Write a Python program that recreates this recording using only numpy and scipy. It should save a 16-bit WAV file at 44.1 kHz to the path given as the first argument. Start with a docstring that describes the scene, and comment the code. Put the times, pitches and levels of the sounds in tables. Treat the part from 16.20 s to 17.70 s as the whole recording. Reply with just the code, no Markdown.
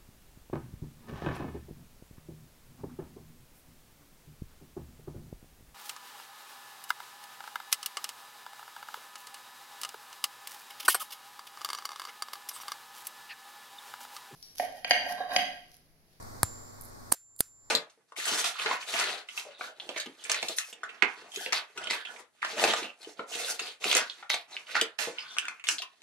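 """A steel lock mechanism is cycled by hand in a quiet, humming room. After one faint touch comes a sharp click
at 0.23 s: steel contacts ring the small parts, set a spring singing and knock the frame, and the room answers.
Sliding parts tick faintly around 0.65 s. A short rattle follows a second click at 0.92 s and cuts off as the
room noise drops away; the room noise then creeps back. A brief scrape leads into the third click at 1.2 s, and
the spring sings on."""
import sys
import numpy as np
from scipy import signal
from scipy.fft import rfft, irfft, next_fast_len
from scipy.io import wavfile

SR = 44100
rng = np.random.default_rng(int(sys.argv[2]) if len(sys.argv) > 2 else 0)


def unload_audio(sound):
    """Save the sound as a 16-bit wav file, at the path given as the first command line argument."""
    columns = np.transpose(np.atleast_2d(sound))
    # keep every value between -1 and 1, then stretch to whole-number steps
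    steps = np.round(np.clip(columns, -1, 1) * 32767)
    wavfile.write(sys.argv[1], SR, steps.astype(np.int16))


N = 66150
RISE_S = 0.00007  # attack time constant of a hard hit


def amp(db):
    return 10 ** (np.asarray(db) / 20)


def curve_at(points, hz):
    """Reads (f/Hz, value) breakpoints on a log frequency axis."""
    freqs, values = np.transpose(points)
    return np.interp(np.log(hz + 1), np.log(freqs + 1), values)


def envelope(points):
    """Gain through (t/s, level/dB) breakpoints, silent outside them."""
    times, db = np.transpose(points)
    return amp(np.interp(np.arange(N) / SR, times, db, left=-150, right=-150))


def eq(x, response):
    """Filters x by a gain that depends on frequency."""
    size = next_fast_len(N + SR // 2)
    return irfft(rfft(x, size) * response(np.fft.rfftfreq(size, 1 / SR)), size)[..., :N]


def stereo_noise(colour, correlation):
    """Coloured noise of rms 1; (f/Hz, left-right correlation) points set its width."""
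    def mid_side_gain(hz):
        angle = np.arccos(np.clip(curve_at(correlation, hz), -1, 1)) / 2
        return colour(hz) * [np.cos(angle), np.sin(angle)]
    mid, side = eq(rng.standard_normal((2, N)), mid_side_gain)
    noise = np.array([mid + side, mid - side])
    return noise / np.sqrt(np.mean(noise ** 2) + 1e-20)


def place(out, start, sound):
    """Mixes a sound into out from start, in seconds."""
    part = out[:, round(start * SR):][:, :sound.shape[-1]]
    part += sound[..., :part.shape[1]]


def ring(modes, t, scatter_db, tilt_db, spread_rad=0, length=1, rise_s=RISE_S):
    """Struck, damped modes; level, pitch and phase vary from hit to hit."""
    hz, db, t60 = np.transpose(modes)[:, :, None]
    level_draw, phase_draw, pitch_draw = rng.standard_normal((len(modes), 3)).T[:, :, None]
    tilt = tilt_db * np.log2(hz / hz[np.argmax(db)])
    level = amp(db + tilt + scatter_db * level_draw - 60 * t / (t60 * length))
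    phase = 2 * np.pi * hz * (1 + .015 * pitch_draw) * t + .4 * phase_draw
    lead = spread_rad * (hz / 14000) ** 4 / 2
    stereo = np.array([np.sum(level * np.sin(phase + side * lead), axis=0) for side in (1, -1)])
    return stereo * (1 - np.exp(-t / rise_s)) ** 2


# Fader ride of the room tone: t/s, level/dB
TONE_RIDE = [(0, -46), (.22, -47), (.5, -50), (.92, -49), (.945, -82.5), (1.101, -71.5), (1.301, -70),
             (1.42, -67), (1.5, -61)]
# Colour of its noise: f/Hz, level/dB
TONE_COLOUR = [(20, -2.5), (65, -16), (163, -13.5), (250, -11.5), (446, -14), (825, -13), (1300, -16),
               (2140, -26), (2800, -43), (4420, -25), (14300, -33.5), (16000, -38)]
# Stereo image of its noise: f/Hz, left-right correlation
TONE_IMAGE = [(60, 0.063), (180, -0.26), (550, -0.52), (1650, -0.5), (4970, 0.11), (15000, -0.1)]
# Hum partials: f/Hz, right-channel phase/rad, level/dB before trim and fader
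HUMS = [(98.5, .7, -3), (123, .7, -11), (241, .7, -13), (1105, 1.4, -12)]


def room_tone():
    """Noise, hum and low rumble ride one fader, dipping at the second click and creeping back."""
    t = np.arange(N) / SR
    noise = stereo_noise(lambda hz: amp(curve_at(TONE_COLOUR, hz)) * (hz < 15700), TONE_IMAGE)
    hum = sum(amp(db - 2.5) * np.sin(2 * np.pi * hz * t + np.array([[0], [phase]]))
              for hz, phase, db in HUMS)
    rumble = amp(-13.5) * stereo_noise(lambda hz: hz / (1 + (hz / 41.7) ** 4), [(30, 0.06)])
    return envelope(TONE_RIDE) * (noise + hum + rumble)


# Cue of each steel contact: t/s
CONTACT_CUES = [.0263, .2315, .2399, .9174, .9190, .9207, .9231, .9240, .9247, 1.1630, 1.1918, 1.1987,
                1.2060, 1.2072, 1.2103]
# The hit on each cue: level/dB, tilt/(dB per octave), left over right/dB
CONTACTS = [(-43, -11.5, -2), (-11, -4.5, -2.5), (-31, -2.5, -5.5), (-33.5, 4.5, -14), (-30, 0.5, -5),
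            (-19, -4, 1), (-14.5, -3, -5), (-16, 2.5, -11.5), (-19, -3, 10), (-43, -2.5, -2.5),
            (-34, -5, -4), (-39, 10, -7.5), (-12, -1.5, -2.5), (-25.5, 8, -19), (-30, -7.5, -7)]
# Modes of the small parts: f/Hz, level/dB, t60/s
STEEL_MODES = [(4290, -16.5, 0.0075), (4704, -12.5, 0.0071), (6310, -11.5, .005), (8520, -4, 0.012),
               (9276, 2, 0.0073), (9975, -4, 0.009), (10970, -3, 0.011), (12350, -8, 0.0072),
               (13180, -7.5, 0.0082), (14080, 1.5, 0.004), (15100, -12, .004)]
CRACK_DB, CRACK_T60_S, CRACK_HZ, CRACK_WIDTH_HZ = 10.5, .003, 11000, 7000
SPREAD_RAD = 2.4  # phase between left and right at 14 kHz


def steel_contacts():
    """Each contact rings the small parts with a bright crack; weak ones start softer and crack less."""
    def crack_band(hz):
        band = 1j * hz * CRACK_WIDTH_HZ / (CRACK_HZ ** 2 - hz ** 2 + 1j * hz * CRACK_WIDTH_HZ)
        return band * np.exp(.5j * SPREAD_RAD * (hz / 14000) ** 4 * np.array([[1], [-1]]))
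    rings, cracks = np.zeros((2, 2, N))
    t = np.arange(SR // 20) / SR
    hardest_db = max(CONTACTS)[0]
    for start, (db, tilt_db, pan_db) in zip(CONTACT_CUES, CONTACTS):
        gain = amp(db + np.array([[pan_db / 2], [-pan_db / 2]]))
        soften_db = .3 * (hardest_db - db)
        rise_s = RISE_S * amp(soften_db)
        place(rings, start, gain * ring(STEEL_MODES, t, 1.5, tilt_db, SPREAD_RAD, rise_s=rise_s))
        burst = amp(CRACK_DB - soften_db - 60 * t / CRACK_T60_S) * (1 - np.exp(-t / rise_s)) ** 2
        place(cracks, start, gain * burst * rng.standard_normal(len(t)))
    return rings + eq(cracks, crack_band)


# Strikes on the spring: t/s, level/dB before trim, t60/s
SPRING_STRIKES = [(0.231, -43, 1.08), (.935, -56.5, 3.7), (1.206, -57, 4.8)]
SPRING_HZ = 7264


def singing_spring():
    """The spring sings in one pure mode, retriggered by each click."""
    level, t = np.zeros(N), np.arange(N) / SR
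    stops = [strike[0] for strike in SPRING_STRIKES[1:]] + [N / SR]
    for (start, db, t60), stop in zip(SPRING_STRIKES, stops):
        attack = 1 - np.exp(-abs(t - start) / 0.001)
        level += (t >= start) * (t < stop) * amp(db + 2 - 60 * (t - start) / t60) * attack
    tone = np.sin(2 * np.pi * SPRING_HZ * t + np.array([[0], [.3]]))
    return level * tone * amp([[-1], [1]])  # a little to the right


# Modes of the frame: f/Hz, level/dB, t60/s
FRAME_MODES = [(940, 2.5, 0.0064), (1246, -3, .01), (1625, 0.5, 0.0069), (2120, -16.5, 0.013)]
# Knocks: t/s, ring level/dB, tilt/(dB per octave), ring length factor, width (0 mid, 1 side),
# thump level/dB, thump f/Hz, thump t60/s
KNOCKS = [(0.2317, -14, -4, 1.34, 0.03, -19.5, 89.6, 0.058),
          (0.9215, -19, -9, 1.76, 0.16, -25, 260.7, 0.027), (0.9228, -19, -8, .7, 0.95, -8.5, 762, 0.0065),
          (1.2055, -27.5, 10, 1.26, 0.22, -11, 206, 0.0025)]


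def frame_knocks():
    """The hard blows ring the frame and thump through the hands."""
    out, t = np.zeros((2, N)), np.arange(SR // 8) / SR
    for start, db, tilt_db, length, width, thump_db, thump_hz, thump_t60 in KNOCKS:
        attack = 1 - np.exp(-t / (0.016 * thump_t60))
        thump = -amp(thump_db - 60 * t / thump_t60) * np.cos(2 * np.pi * thump_hz * t) * attack
        mid, side = (amp(db) * ring(FRAME_MODES, t, 1, tilt_db, length=length) + thump for _ in range(2))
        angle = width * np.pi / 2
        place(out, start, np.cos(angle) * mid + np.sin(angle) * side * [[1], [-1]])
    return out


# Reverb tail of each click: t/s, level/dB
TAILS = [(0.232, -46.5), (0.9231, -51), (1.205, -50.5)]
# Colour of the tails: f/Hz, level/dB
TAIL_COLOUR = [(300, -29), (600, -27), (1400, 1), (3000, -7), (4500, -1), (6600, -3), (9900, -1),
               (13000, -7.5), (15500, -16), (16200, -50)]
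# Decay of the room: f/Hz, t60/s
ROOM_DECAY = [(500, 0.26), (3000, 0.21), (9000, .3), (15000, 0.29)]


def room_tails():
    """The room answers each click after a 3 ms pre-delay; each frequency dies at its own speed."""
    out = np.zeros((2, N))
    for start, db in TAILS:
        noise = stereo_noise(lambda hz: amp(curve_at(TAIL_COLOUR, hz)), [(500, 0.3), (9000, 1.0)])
        hz, t, bands = signal.stft(noise[:, :SR // 2], SR, nperseg=256)
        decay = amp(-60 * t / curve_at(ROOM_DECAY, hz)[:, None])
        _, tail = signal.istft(bands * decay, SR, nperseg=256)
        place(out, start + .003, amp(db) * tail)
    return out


# Ticks of sliding parts: t/s, level/dB
TICKS = [(.6120, -34), (0.62, -42), (0.621, -39.5), (0.637, -41), (0.648, -39), (0.654, -41), (.6600, -54),
         (.6828, -47), (0.6985, -49.5)]
# Two scrape swells, each a list of: t/s, level/dB
SCRAPES = [
    [(.605, -72), (.625, -63), (.655, -57.5), (.70, -68)],
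    [(1.163, -80.5), (1.178, -69.5), (1.19, -49.5), (1.205, -39.5), (1.207, -66)],
]
TICK_T60_S, SLIDE_HZ, SLIDE_WIDTH_HZ = 0.0049, 11110, 3100


def sliding_parts():
    """Parts slip past each other with faint treble ticks and soft scrapes."""
    level, t = np.zeros((2, N)), np.arange(SR // 50) / SR
    for start, db in TICKS:
        place(level, start, amp(db - 60 * t / TICK_T60_S) * (1 - np.exp(-t / RISE_S)))
    level += sum(envelope(scrape) for scrape in SCRAPES)
    hiss = stereo_noise(lambda hz: np.exp(-((hz - SLIDE_HZ) / SLIDE_WIDTH_HZ) ** 2), [(9000, 0.75)])
    return level * hiss * amp([[-3], [3]])  # to the right


# Envelope of the rattle: t/s, level/dB
RATTLE_SHAPE = [(.923, -93), (0.929, -38), (0.937, -37.5), (0.947, -42), (0.954, -70.5), (.965, -73.5)]
# Its colour: f/Hz, level/dB
RATTLE_COLOUR = [(88, -47), (150, -8.5), (905, 1), (3350, -15), (4490, -4.5), (10200, -4), (14800, -6.5),
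                 (16000, -24)]


def rattle():
    """A short rattling hash follows the second click and cuts off as the room noise drops away."""
    noise = stereo_noise(lambda hz: amp(curve_at(RATTLE_COLOUR, hz)), [(300, 0.38), (9000, 1.0)])
    return envelope(RATTLE_SHAPE) * noise


def scene():
    """Mixes the layers in order of entry."""
    return (room_tone() + steel_contacts() + singing_spring() + frame_knocks() + room_tails()
            + sliding_parts() + rattle())


def record(dry):
    """The microphone rolls off the top treble, and a steep high cut ends it."""
    fade_hz, fade_db_per_khz, cut_hz = 15700, -16, 16950
    def top_end(hz):
        fade = amp(fade_db_per_khz * np.clip(hz - fade_hz, 0, None) / 1000)
        return fade * np.clip((cut_hz - hz) / 250, 0, 1) ** 2
    return eq(dry, top_end)


dry = scene()
out = record(dry)
unload_audio(out)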